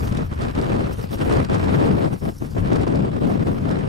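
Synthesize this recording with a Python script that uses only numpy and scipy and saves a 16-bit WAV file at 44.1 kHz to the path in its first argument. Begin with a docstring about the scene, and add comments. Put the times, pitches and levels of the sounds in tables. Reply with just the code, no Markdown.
"""Storm gusts cross an open field and buffet the two microphone ports of a hand-held camera.
From the start, one wind strength drives a rumble, a fluttering roar, a ragged tearing and a sizzle,
and the hardest eddies (swirls of air) spit. The gusts build between 1.2 and 2 s. In the lull after that,
long grass hisses beside the camera, over the faint rush of the open land. A hard gust hits at 2.7 s,
then the wind blows on more gently and the grass fades out at the end."""
import sys
import numpy as np
from scipy import signal
from scipy.fft import rfft, irfft, next_fast_len
from scipy.io import wavfile
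from scipy.ndimage import uniform_filter1d, map_coordinates

SR = 44100
rng = np.random.default_rng(int(sys.argv[2]) if len(sys.argv) > 2 else 0)


def inscribe(sig):
    """Save sig as 16-bit PCM at rate SR to the path in sys.argv[1].

    A 1-D sig is mono; a 2-D sig holds one channel per row.
    Samples are clipped to [-1, 1] before scaling.
    """
    pcm = np.round(np.clip(np.atleast_2d(sig).T, -1, 1) * 32767)
    wavfile.write(sys.argv[1], SR, pcm.astype(np.int16))


N = 171108

# how alike the wind sounds at the two ports: pitch_hz, likeness (-1 opposite, 1 the same)
PORT_LIKENESS = [(40, .94), (90, .87), (140, .64), (220, 0), (380, -.6), (750, -.74), (1400, -.6),
                 (2200, -.35), (3200, .06), (5000, .55), (8000, .68), (14000, .75)]
# which side the wind is louder on: pitch_hz, left_minus_right_db
PORT_BALANCE = [(30, 1.3), (80, 3.5), (170, 6.3), (350, 4.3), (700, -.3), (1400, -1.7), (3000, -.7),
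                (12000, -1)]
# which side the grass and the land are louder on: pitch_hz, left_minus_right_db
FIELD_BALANCE = [(3000, -0.68), (12000, -2)]


def amp(db):
    """Turn decibels into a number to multiply by."""
    return 10 ** (np.asarray(db) / 20)


def unit(x):
    """Scale a signal to an average (rms) level of 1."""
    return x / np.sqrt(np.mean(x ** 2) + 1e-20)


def at_pitch(rows, hz):
    """Read (pitch_hz, value) rows at any pitch, on a log scale."""
    pitches, values = np.transpose(rows)
    return np.interp(np.log(hz + 1), np.log(pitches + 1), values)


def over_time(rows):
    """Join (time_s, value) rows into one value per sample."""
    return np.interp(np.arange(N) / SR, *np.transpose(rows))


def wobble(per_s):
    """A smooth curve through per_s random values a second."""
    return map_coordinates(rng.standard_normal(N // 16), [np.arange(N) * per_s / SR], mode="wrap")


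def filtered(x, gain_at):
    """Turn each pitch up or down by gain_at(hz)."""
    size = next_fast_len(N + SR // 2)
    hz = np.fft.rfftfreq(size, 1 / SR)
    return irfft(rfft(x, size) * gain_at(hz), size)[..., :N]


def rush(tone, likeness=PORT_LIKENESS, balance=PORT_BALANCE, shake_db=0):
    """Stereo noise of level 1, shaken by shake_db and then given its tone."""
    def mid_and_side_gains(hz):
        width = np.arccos(np.clip(at_pitch(likeness, hz), -.99, .99)) / 2
        return amp(at_pitch(tone, hz)) * np.array([np.cos(width), np.sin(width)])

    noise = rng.standard_normal((2, N)) * amp(shake_db)
    mid, side = filtered(noise, mid_and_side_gains)
    stereo = np.array([mid + side, mid - side])
    return unit(filtered(stereo, lambda hz: amp(np.outer([1, -1], at_pitch(balance, hz) / 2))))


def patchy(x, depth_db):
    """Make a sound uneven, with loud and soft patches in time and pitch."""
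    grid = signal.stft(x, nperseg=512)[2]
    patches = uniform_filter1d(rng.standard_normal(grid.shape[1:]), size=9, axis=0)  # across pitch
    patches = uniform_filter1d(patches, size=6, axis=1)  # across time
    uneven = signal.istft(grid * amp(depth_db * unit(patches)), nperseg=512)[1]
    return unit(uneven[:, :N])


def land():
    """Wind over the fields makes a faint, steady rush."""
    # tone of the rush: pitch_hz, level_db
    tone = [(30, 7), (150, -2), (400, -23), (900, -18), (2000, -29), (5000, -33), (12000, -73)]
    return amp(-45.5) * rush(tone, likeness=[(100, 0.98), (2000, 1.0)], balance=FIELD_BALANCE)


def grass():
    """Blades brush each other in a restless hiss; now and then a tuft whips over with a swish."""
    # how the hiss swells and fades: time_s, level_db
    hiss_levels = [(0, -46.5), (.08, -54), (.22, -62), (.5, -58), (.85, -58), (1.0, -47.5), (1.1, -55.5),
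                   (1.25, -48.5), (1.45, -58), (1.55, -60), (1.85, -53), (2.0, -60), (2.17, -51.5),
                   (2.48, -51.5), (2.7, -65), (3.05, -67), (3.3, -56.5), (3.44, -59), (3.55, -57),
                   (3.7, -61), (3.88, -84)]
    # tufts whipping over: middle_s, length_s, level_db
    tufts = [(0.044, 0.035, -49), (0.925, 0.02, -47), (1.023, .02, -52), (1.136, 0.024, -41),
             (2.303, 0.025, -47), (2.385, 0.0058, -48), (2.46, .05, -56), (3.52, .04, -52)]
    # tones of the hiss and the brighter swish: pitch_hz, level_db
    hiss_tone = [(1500, -25), (3500, -2), (5300, 6), (6700, 0.5), (8400, 0.5), (9800, 4), (11000, 0.5),
                 (13000, 3), (14500, 2.5), (15700, 0)]
    swish_tone = [(3000, -12), (5500, 7), (7000, -6), (9000, -2), (11000, -3), (13000, 3), (14500, 6),
                  (15700, 3)]
    # how alike left and right sound: pitch_hz, likeness (1 the same)
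    likeness = [(3000, 1), (7000, 0.88), (10000, 0.33), (13500, 0.65)]
    t = np.arange(N) / SR
    whips = sum(amp(db) * np.exp(-((t - middle_s) / length_s) ** 2) for middle_s, length_s, db in tufts)
    rustle_db = 2.35 * wobble(per_s=45) + 1.5 * wobble(per_s=500)
    hiss = patchy(rush(hiss_tone, likeness, FIELD_BALANCE, shake_db=rustle_db), depth_db=3.5)
    swish = rush(swish_tone, likeness, FIELD_BALANCE, shake_db=rustle_db)
    return amp(0.5 + over_time(hiss_levels)) * hiss + amp(1) * whips * swish


def spits():
    """Each sharp eddy hits the ports as a bright, crackling puff that rises fast and dies away."""
    # sharp eddies: start_s, rise_s, level_db
    hits = [(0.068, 0.0077, -38), (0.1216, 0.0019, -31), (0.1471, 0.0021, -34), (0.17, 0.0035, -31),
            (0.335, .003, -40), (0.41, 0.0073, -35), (0.436, 0.002, -34), (0.5111, 0.0011, -34),
            (0.551, .0015, -32), (0.587, 0.0022, -35), (0.614, .001, -34), (0.623, .001, -32),
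            (0.6424, .002, -38), (0.7612, 0.0015, -31.5), (1.184, .002, -37), (1.3214, 0.0019, -26),
            (1.337, .001, -28), (1.364, 0.0026, -31), (1.4467, 0.0021, -30), (1.497, .0013, -32),
            (1.531, 0.004, -31.5), (1.542, 0.0037, -31), (1.5933, .0013, -34), (1.637, .003, -35),
            (2.069, 0.0012, -41), (2.572, 0.0017, -51), (2.67, .003, -37), (2.721, .0013, -30),
            (2.7295, 0.0019, -26.5), (2.7566, 0.0024, -32), (2.7684, 0.0016, -33), (2.81, .003, -34),
            (2.823, .001, -35), (2.8324, 0.0011, -35), (2.877, 0.0023, -36), (2.956, 0.0028, -36),
            (3.71, .003, -36), (3.7868, .002, -37)]
    # tone of a puff: pitch_hz, level_db
    tone = [(300, -20), (1000, 8), (3000, 8.5), (5000, 7), (6500, 0.5), (8500, 0), (15500, -27)]
    puffs = np.zeros(N)
    for start_s, rise_s, level_db in hits:
        age = np.clip((np.arange(N) / SR - start_s) / rise_s, 0, None)  # 1 at the peak
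        puffs += amp(level_db) * age * np.exp(1 - age)
    return amp(-5.5) * puffs * rush(tone, shake_db=3.3 * wobble(per_s=860))


def buffeting():
    """Eddies at the ports shake five layers of noise together; the high ones break up into crackle."""
    # wind strength at the ports: time_s, level_db
    gusts = [(0,-28.5), (0.07,-28.5), (0.105,-35), (0.125,-25.5), (0.14,-30.5), (0.18,-25.5), (0.24,-30.5),
             (0.285,-49.5), (0.325,-32.5), (0.365,-45.5), (0.385,-36), (0.4,-25), (0.44,-25.5),
             (0.48,-27.5), (0.535,-43.5), (0.553,-23.5), (0.61,-21.5), (0.66,-25.5), (0.7,-20.5),
             (0.81,-20.5), (0.875,-26), (0.91,-22.5), (0.965,-41), (1.0,-25.5), (1.025,-40), (1.042,-28),
             (1.09,-44.5), (1.12,-28.5), (1.148,-24.5), (1.175,-34.5), (1.22,-17.5), (1.245,-23),
             (1.28,-20.5), (1.325,-14), (1.41,-15.5), (1.48,-39), (1.498,-18.5), (1.55,-18.5), (1.585,-25),
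             (1.63,-20), (1.665,-22), (1.75,-14.5), (1.82,-18), (1.9,-12), (1.97,-22), (2.065,-18.5),
             (2.095,-35), (2.13,-22.5), (2.2,-55), (2.225,-28.5), (2.285,-22.5), (2.345,-50.5), (2.395,-52),
             (2.42,-26), (2.49,-40.5), (2.54,-42.5), (2.575,-18.5), (2.605,-32.5), (2.67,-24),
             (2.695,-27.5), (2.725,-11.5), (2.78,-23), (2.835,-17.5), (2.855,-31.5), (2.878,-22),
             (2.96,-21.5), (3.06,-22), (3.115,-28.5), (3.17,-23.5), (3.2,-33.5), (3.217,-19.5),
             (3.29,-19.5), (3.36,-22.5), (3.385,-31), (3.405,-18.5), (3.45,-31), (3.472,-19.5),
             (3.55,-25.5), (3.62,-29.5), (3.66,-22), (3.77,-23.5), (3.88,-26)]
    # slow drift of each layer's level: time_s, deep_db, rumble_db, roar_db, tear_db, sizzle_db
    drift = [(0, -25, -24.5, 0, -40, -41), (0.22, -25, -22, 0, -39, -42),
             (0.42, -25, -26.5, 1.5, -37, -39.5), (0.7, -31.5, -26.5, -0.5, -41.5, -43.5),
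             (1.1, -29, -28, 0, -41, -38), (1.4, -26.5, -24.5, 0.5, -40.5, -40.5),
             (1.65, -31, -24, -1, -38.5, -39.5), (1.9, -35.5, -23.5, 0.5, -42.5, -41),
             (2.3, -30.5, -27, 0.5, -45, -44.5), (2.55, -27.5, -23.5, -1.5, -44, -45.5),
             (2.74, -28.5, -23.5, 2, -40.5, -42), (2.88, -31, -23.5, 0.5, -42.5, -44),
             (3.05, -36, -24.5, -.5, -46.5, -44), (3.45, -39, -21.3, -0.5, -44.5, -44),
             (3.88, -32, -26, -0.5, -44, -43)]
    # big slow eddies that thump the ports: middle_s, length_s, deep_boost_db
    thumps = [(0.14, 0.013, -2), (0.405, 0.02, 5), (1.363, 0.025, 7.5), (1.646, 0.049, 5.5),
              (1.94, .025, 9), (2.607, 0.028, 11), (2.69, 0.027, 4), (3.27, 0.051, 5)]
    # the camera turns the left port into the wind: time_s, left_minus_right_db
    camera_turn = [(0, -0.7), (1.7, 0.4), (2.2, 1.6), (3.88, 0.2)]
    # tones of the five layers, low to high: pitch_hz, level_db
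    deep_tone = [(15, -26), (28, -0.5), (50, 4.5), (85, 7.5), (115, 3.5), (160, -4.5), (400, -55)]
    rumble_tone = [(50, -17.5), (90, -2), (130, 2.5), (190, 1), (260, -3.5), (340, -10.5), (500, -20),
                   (1000, -80)]
    roar_tone = [(100, -22.5), (200, -4), (300, -1), (420, -1.5), (650, -7), (950, -15), (1300, -23),
                 (2200, -43), (5000, -70)]
    tear_tone = [(250, -18), (600, 1.5), (1250, 1.5), (2000, -6.5), (3200, -16), (4500, -27), (6400, -29),
                 (12000, -43)]
    sizzle_tone = [(1200, -19), (2500, 8.5), (4000, 3.5), (5300, 0), (6400, -12), (8500, -4.5),
                   (11000, -18), (15500, -33)]

    t = np.arange(N) / SR
    gust_db = over_time(gusts) + 26  # 0 is an average gust
    deep_db, rumble_db, roar_db, tear_db, sizzle_db = (
        over_time(np.array(drift)[:, [0, column]]) for column in range(1, 6))
    thump_db = sum(db * np.exp(-((t - middle_s) / length_s) ** 2) for middle_s, length_s, db in thumps)
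    eddies = np.tanh(wobble(per_s=65))
    flutter = wobble(per_s=190)
    crackle = wobble(per_s=860)

    deep = rush(deep_tone, shake_db=1.3 * eddies)
    rumble = rush(rumble_tone, shake_db=0.42 * eddies)
    roar = rush(roar_tone, shake_db=1.6 * eddies + 2.0 * flutter)
    tear = rush(tear_tone, shake_db=2.1 * eddies + 2.08 * flutter + 1.6 * crackle)
    sizzle = rush(sizzle_tone, shake_db=2.0 * eddies + 1.05 * flutter + 3.3 * crackle)

    # each layer follows its own share of the gust: the roar most, the deep bass least
    low = (amp(0.5 + deep_db + thump_db + 0.27 * gust_db) * deep
           + amp(0.5 + rumble_db + 0.65 * gust_db) * rumble
           + amp(-26 + roar_db + 0.97 * gust_db) * roar)
    high = (amp(6.5 + tear_db + 0.71 * gust_db) * patchy(tear, depth_db=1.17)
            + amp(-7 + sizzle_db + 0.6 * gust_db) * patchy(sizzle, depth_db=2.0))
    left_right_gains = amp(np.outer([1, -1], over_time(camera_turn) / 2))
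    return left_right_gains * low + high


def gain_control(x):
    """The camera turns itself down during the loudest gusts."""
    limit_db, share_removed, average_s = -17.5, 0.51, 0.0188
    power = uniform_filter1d(np.mean(x ** 2, axis=0), int(average_s * SR))
    excess_db = np.maximum(10 * np.log10(np.abs(power) + 1e-12) - limit_db, 0)
    return x * amp(-share_removed * excess_db)


def scene():
    """Wind on the ports, in front of the grass and the land."""
    return buffeting() + spits() + grass() + land()


def record(dry):
    """The camera holds down and rounds off the biggest swings, then dulls and cuts the highest treble."""
    # the microphone's weak top end: pitch_hz, gain_db
    top_end = [(13300, -0.5), (14600, -14), (15700, -8)]
    overload_level, highest_hz = 0.5, 15700
    held = gain_control(dry)
    rounded = held / (1 + np.abs(held / overload_level) ** 6) ** (1 / 6)
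    return filtered(rounded, lambda hz: amp(at_pitch(top_end, hz)) * (hz < highest_hz))


dry = scene()
out = record(dry)
inscribe(out)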